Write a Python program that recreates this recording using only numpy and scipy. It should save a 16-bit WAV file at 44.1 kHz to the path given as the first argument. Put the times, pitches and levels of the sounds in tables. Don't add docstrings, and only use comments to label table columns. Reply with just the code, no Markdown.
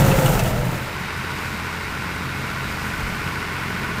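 import sys
import numpy as np
from scipy import signal
from scipy.fft import rfft, irfft
from scipy.io import wavfile

SR = 44100
rng = np.random.default_rng(int(sys.argv[2]) if len(sys.argv) > 2 else 0)


def int16_out(signal):
    q = np.round(np.clip(np.atleast_2d(signal).T, -1, 1) * 32767)
    wavfile.write(sys.argv[1], SR, q.astype(np.int16))


N = 176400

# (time [s], firing rate [Hz])
FIRING = [(0, 84.9), (1, 85.2), (3, 85.2), (3.65, 86.5), (4, 85.4)]
# (low knock gain [dB], high knock gain [dB])
CYLINDERS = [(0.5, -1.5), (-1.5, -2.5), (1, -7.5), (-4, -1.5), (0.5, 1.5), (-5, -8)]


def undb(db):
    return 10 ** (np.asarray(db) / 20)


def unit(x):
    return x / np.sqrt(np.mean(x ** 2))


def noise():
    return rng.standard_normal(N)


def curve(table):
    times, *columns = np.array(table, float).T
    return np.squeeze([np.interp(np.arange(N) / SR, times, c) for c in columns])


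def colour(x, points):
    hz, db = np.array(points, float).T
    f = np.maximum(np.fft.rfftfreq(N, 1 / SR), 1)
    gain = undb(np.interp(np.log(f), np.log(hz), db))
    return irfft(rfft(x) * gain * np.minimum(f / hz[0], 1) ** 2, N)


def ring(x, modes):
    f = np.fft.rfftfreq(N, 1 / SR)
    response = sum(undb(db) * 1j * f * w / (hz ** 2 - f ** 2 + 1j * f * w) for hz, w, db in modes)
    return irfft(rfft(x) * response, N)


def walk(rate):
    f = np.fft.rfftfreq(N, 1 / SR)
    return unit(irfft(rfft(noise()) * np.exp(-(f / rate) ** 2) * (f > 0), N))


def tone(hz, wander_rad, waver_db, rate):
    phase = 2 * np.pi * (np.cumsum(hz * np.ones(N)) / SR + rng.random()) + wander_rad * walk(rate)
    return unit(np.sin(phase) * undb(waver_db * walk(rate)))


def wind():
    # (frequency [Hz], gain [dB])
    spectrum = [(10, -10), (26, -2), (37, 1), (48, -4), (70, -6), (110, -18), (300, -61)]
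    # (time [s], level [dB])
    level = [(0, -20), (.15, -28), (.6, -27.5), (.78, -40), (1.2, -47), (1.9, -43), (2.4, -51), (2.7, -39),
             (2.9, -51), (3.05, -31), (3.3, -47), (3.45, -46), (4, -48)]
    return unit(colour(noise(), spectrum)) * undb(curve(level))


def far_load():
    # (frequency [Hz], gain [dB])
    spectrum = [(2000, -22), (4500, 9), (6500, 7.5), (9800, 4.5), (11400, -3), (12600, 6), (14000, 6),
                (15500, -13.5)]
    # (time [s], level [dB])
    level = [(0, -46), (1.1, -48), (1.45, -43.5), (1.8, -47), (2.5, -47), (2.9, -43.5), (3.5, -47),
             (4, -47)]
    flutter_db = .8 * walk(25)
    return unit(colour(noise(), spectrum)) * undb(curve(level) + flutter_db)


def sheet_metal():
    # (frequency [Hz], bandwidth [Hz], gain [dB])
    modes = [(3820, 190, 0)]
    # (time [s], level [dB])
    level = [(0, -64), (1.3, -45.5), (1.6, -50), (2.65, -47.5), (2.95, -61)]
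    firings = np.cumsum(curve(FIRING)) / SR
    shake = np.exp(-2 * (firings % 1))
    return unit(ring(shake * noise(), modes)) * undb(curve(level) + 2 * walk(6.3))


def gears():
    # (place in the cycle [firings], frequency [Hz], bandwidth [Hz], relative level [dB])
    slaps = [(2.05, 1385, 21, -4), (3.1, 1470, 65, -4), (4.1, 1492, 19, -1.5), (5.45, 1385, 33, -5.5)]
    # (time [s], level [dB])
    level = [(0, -63), (1.2, -39.5), (4, -37.5)]
    jitter_firings, scatter_db = .009, 1.5
    firings = np.cumsum(curve(FIRING)) / SR
    out = np.zeros(N)
    for place, hz, width, db in slaps:
        cycle = np.floor((firings - place + jitter_firings * walk(13)) / len(CYLINDERS))
        impulses = np.diff(cycle, prepend=cycle[0]) * undb(scatter_db * noise())
        out += unit(ring(impulses, [(hz, width, 0)])) * undb(db)
    return out * undb(curve(level))


def exhausts():
    orders = (4, 9, 10, 12, 15, 19, 22, 30)
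    order_db = [-9, -6.5, -18, -12, -9, -13.5, -10.5, -17.5]
    # (frequency [Hz], level [dB re the drone])
    tow_hum = [(134.3, -5), (177, -6.5)]
    # (frequency [Hz], gain [dB])
    spectrum = [(25, -23), (55, -10), (72, -17), (98, -1), (135, 0.5), (185, -0.5), (235, -2.5),
                (290, -11.5), (400, -13), (600, -13), (1200, -38)]
    # (time [s], level [dB])
    level = [(0, -39.5), (1.1, -37.5), (1.5, -34.5), (1.69, -38.5), (2.1, -35), (3.1, -34), (3.45, -35.5),
             (4, -33.5)]
    throb_depth, firing_tone_db = .55, -37.5
    rate = curve(FIRING)
    tones = [(k * rate / len(CYLINDERS), db) for k, db in zip(orders, order_db)] + list(tow_hum)
    waver = lambda hz: tone(hz, wander_rad=.2, waver_db=1.2, rate=9.9)
    hum = sum(waver(hz) * undb(db) for hz, db in tones)
    throb = 1 + throb_depth * np.cos(np.pi * np.cumsum(rate) / SR)
    drone = unit(colour(noise() * throb, spectrum))
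    return waver(rate) * undb(firing_tone_db) + (hum + drone) * undb(curve(level))


def diesel():
    # (frequency [Hz], gain [dB])
    spectrum = [(250, -12), (420, -0.5), (540, -11.5), (720, -6.5), (900, -1), (1060, 1.5), (1220, -2),
                (1560, -3.5), (1660, -3), (1900, -0.5), (2350, -2.5), (2820, -6.5), (3020, -10),
                (3450, -12.5), (3750, -13.5), (4200, -15), (5000, -15), (6200, -23), (10000, -28),
                (15000, -35.5)]
    # (frequency [Hz], bandwidth [Hz], gain [dB])
    modes = [(1374, 41, -16), (1530, 92, -4), (2173, 24, -3)]
    # (time [s], level [dB])
    level = [(0, -34.5), (.55, -36.5), (.8, -31), (1.15, -29.5), (2.35, -30), (3.1, -29), (4, -29)]
    knock_decay_s, scatter_db, split_hz = .0035, .6, 1700
    ticks_per_cycle, tick_decay_s, tick_db, wash_db = 14, .0014, -1, -3.5
    rate = curve(FIRING)
    firings = np.cumsum(rate) / SR
    count = firings.astype(int)
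    knock = np.exp(-(firings % 1) / rate / knock_decay_s) * undb(scatter_db * noise()[count])
    low, high = undb(CYLINDERS)[count % len(CYLINDERS)].T
    in_cycle = (firings % len(CYLINDERS) / rate.mean() * SR).astype(int)
    blows = np.zeros(N)
    for band, size in (("low", low), ("high", high)):
        grit = unit(noise() + .41 * noise()[in_cycle])
        blows += signal.sosfilt(signal.butter(3, split_hz, band, fs=SR, output="sos"), knock * size * grit)
    per_firing = ticks_per_cycle / len(CYLINDERS)
    tick_age = (firings * per_firing % 1) / (rate * per_firing)
    ticks = undb(tick_db) * np.exp(-tick_age / tick_decay_s) * noise()
    wash = undb(wash_db) * noise()
    block = colour(blows + ticks + wash, spectrum)
    return unit(block + ring(block, modes)) * undb(curve(level))


def roar():
    # (time [s], centre frequency [Hz], level [dB])
    band = [(0, 910, -37), (.3, 809, -35), (.41, 665, -28.5), (.7, 606, -37), (1.1, 591.3, -65)]
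    half_width_hz = 64
    hz, db = curve(band)
    phase = 2 * np.pi * np.cumsum(hz) / SR
    return unit(walk(half_width_hz) * np.cos(phase) + walk(half_width_hz) * np.sin(phase)) * undb(db)


def rotor():
    # (time [s], hum frequency [Hz], hum level [dB], howl level [dB])
    passage = [(0, 135.8, -24, -23), (.15, 133.7, -20.5, -24), (.3, 129.2, -24, -29.5),
               (.42, 120.1, -27, -39), (.62, 122, -23.5, -34), (.75, 127.9, -27, -51), (1, 133.2, -45, -72),
               (1.6, 130, -82, -84)]
    hz, hum_db, howl_db = curve(passage)
    hum = tone(hz, wander_rad=.77, waver_db=2, rate=37)
    howl = tone(4 * hz, wander_rad=.55, waver_db=2.5, rate=35)
    return hum * undb(hum_db) + howl * undb(howl_db)


def muck():
    # (frequency [Hz], gain [dB])
    spectrum = [(1000, 6), (2500, -6), (4500, -4), (7000, 2.5), (9000, 0), (10700, -3), (13500, 2),
                (15500, 0)]
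    crumbs_per_s, flutter_db = 8700, 1.8
    clods_per_s, clod_decay_s, clod_db = 49, .0053, -11.5
    crumbs = (rng.random(N) < crumbs_per_s / SR) * noise()
    crumbs *= undb(np.minimum(rng.exponential(size=N), 3))
    clods = (rng.random(N) < clods_per_s / SR) * (1 + rng.random(N))
    splats = signal.lfilter([1], [1, -np.exp(-1 / SR / clod_decay_s)], clods) * noise()
    spray = unit(crumbs * undb(flutter_db * walk(22)))
    return colour(spray + undb(clod_db) * unit(splats), spectrum)


def clanks():
    # (time [s], link frequency [Hz], ring level [dB], crack level [dB])
    strikes = [(0.116, 2650, -20, -38), (.261, 2930, -22, -28), (0.393, 2645, -24, -23.5),
               (.459, 2920, -32, -40), (.476, 2770, -32, -31)]
    # (frequency [multiples of the link frequency], relative level [dB])
    modes = [(.47, -6), (.945, -12), (0.999, 0), (1.035, -17), (1.12, -9.5)]
    ring_decay_s, crack_decay_s = .0083, .014
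    out = np.zeros(N)
    for start, hz, ring_db, crack_db in strikes:
        age = np.arange(N) / SR - start
        fade = lambda decay: (age > 0) * np.exp(-np.abs(age) / decay)
        partials = sum(undb(db) * np.sin(2 * np.pi * ratio * hz * age) for ratio, db in modes)
        crack = colour(noise(), [(1200, 5), (7500, -2), (15000, -6)])
        out += undb(ring_db) * fade(ring_decay_s) * unit(partials)
        out += undb(crack_db) * fade(crack_decay_s) * unit(crack)
    return out


def spreader():
    # (time [s], boom level [dB], rattle level [dB], patter level [dB])
    levels = [(0, -14.5, -20.5, -29), (.13, -22, -21.5, -30), (.26, -21.5, -22, -27.5),
              (.4, -19.5, -25, -33), (.47, -23, -26, -32), (.53, -28, -27.5, -39), (.74, -29, -31, -40.5),
              (.88, -37, -39, -45), (1.1, -41, -47, -69), (1.6, -57, -66, -76)]
    # (frequency [Hz], bandwidth [Hz], gain [dB])
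    barrel_modes = [(117.4, 13, 4), (148, 14, 3.5), (164, 37, -1.5), (176, 30, -0.5)]
    # (frequency [Hz], gain [dB])
    rattle_spectrum = [(100, -20), (220, 1.5), (330, 1.5), (480, 2), (650, 1), (900, -0.5), (1130, -9),
                       (1400, -6), (1900, -8), (2700, -12), (4000, -18), (8000, -31)]
    # (frequency [Hz], bandwidth [Hz], gain [dB])
    rattle_modes = [(402, 12, -23), (857, 37, -9.5), (1315, 55, 4.5)]
    flail_hz, jitter, scatter_db, decay_s = 43.23, .18, .5, .017
    surge_hz, surge_peak_s, surge_db = 18, .015, 1
    boom_db, rattle_db, patter_db = curve(levels)
    strokes = np.cumsum(flail_hz * (1 + jitter * walk(40))) / SR
    size = undb(scatter_db * noise()[strokes.astype(int)])
    blows = np.diff(np.floor(strokes), prepend=0) * size
    shake = size * np.exp(-(strokes % 1) / flail_hz / decay_s) + .66
    force = unit(blows) + 1.4 * unit(shake * noise())
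    boom = ring(colour(force, [(85, -22), (112, 0), (210, -3.5), (420, -16)]), barrel_modes)
    surge = undb(surge_db * np.cos(2 * np.pi * surge_hz * (np.arange(N) / SR - surge_peak_s)))
    rattle = colour(shake * surge * noise(), rattle_spectrum)
    rattle = rattle + ring(rattle, rattle_modes)
    return unit(boom) * undb(boom_db) + unit(rattle) * undb(rattle_db) + unit(muck()) * undb(patter_db)


def scene():
    engines = diesel() + gears() + sheet_metal() + exhausts()
    near_spreader = spreader() + rotor() + roar() + clanks()
    return (engines + near_spreader + far_load() + wind())[None]


def record(dry):
    cutoff_hz = 15500
    return signal.sosfilt(signal.ellip(10, .2, 80, cutoff_hz, fs=SR, output="sos"), dry)


dry = scene()
out = record(dry)
int16_out(out)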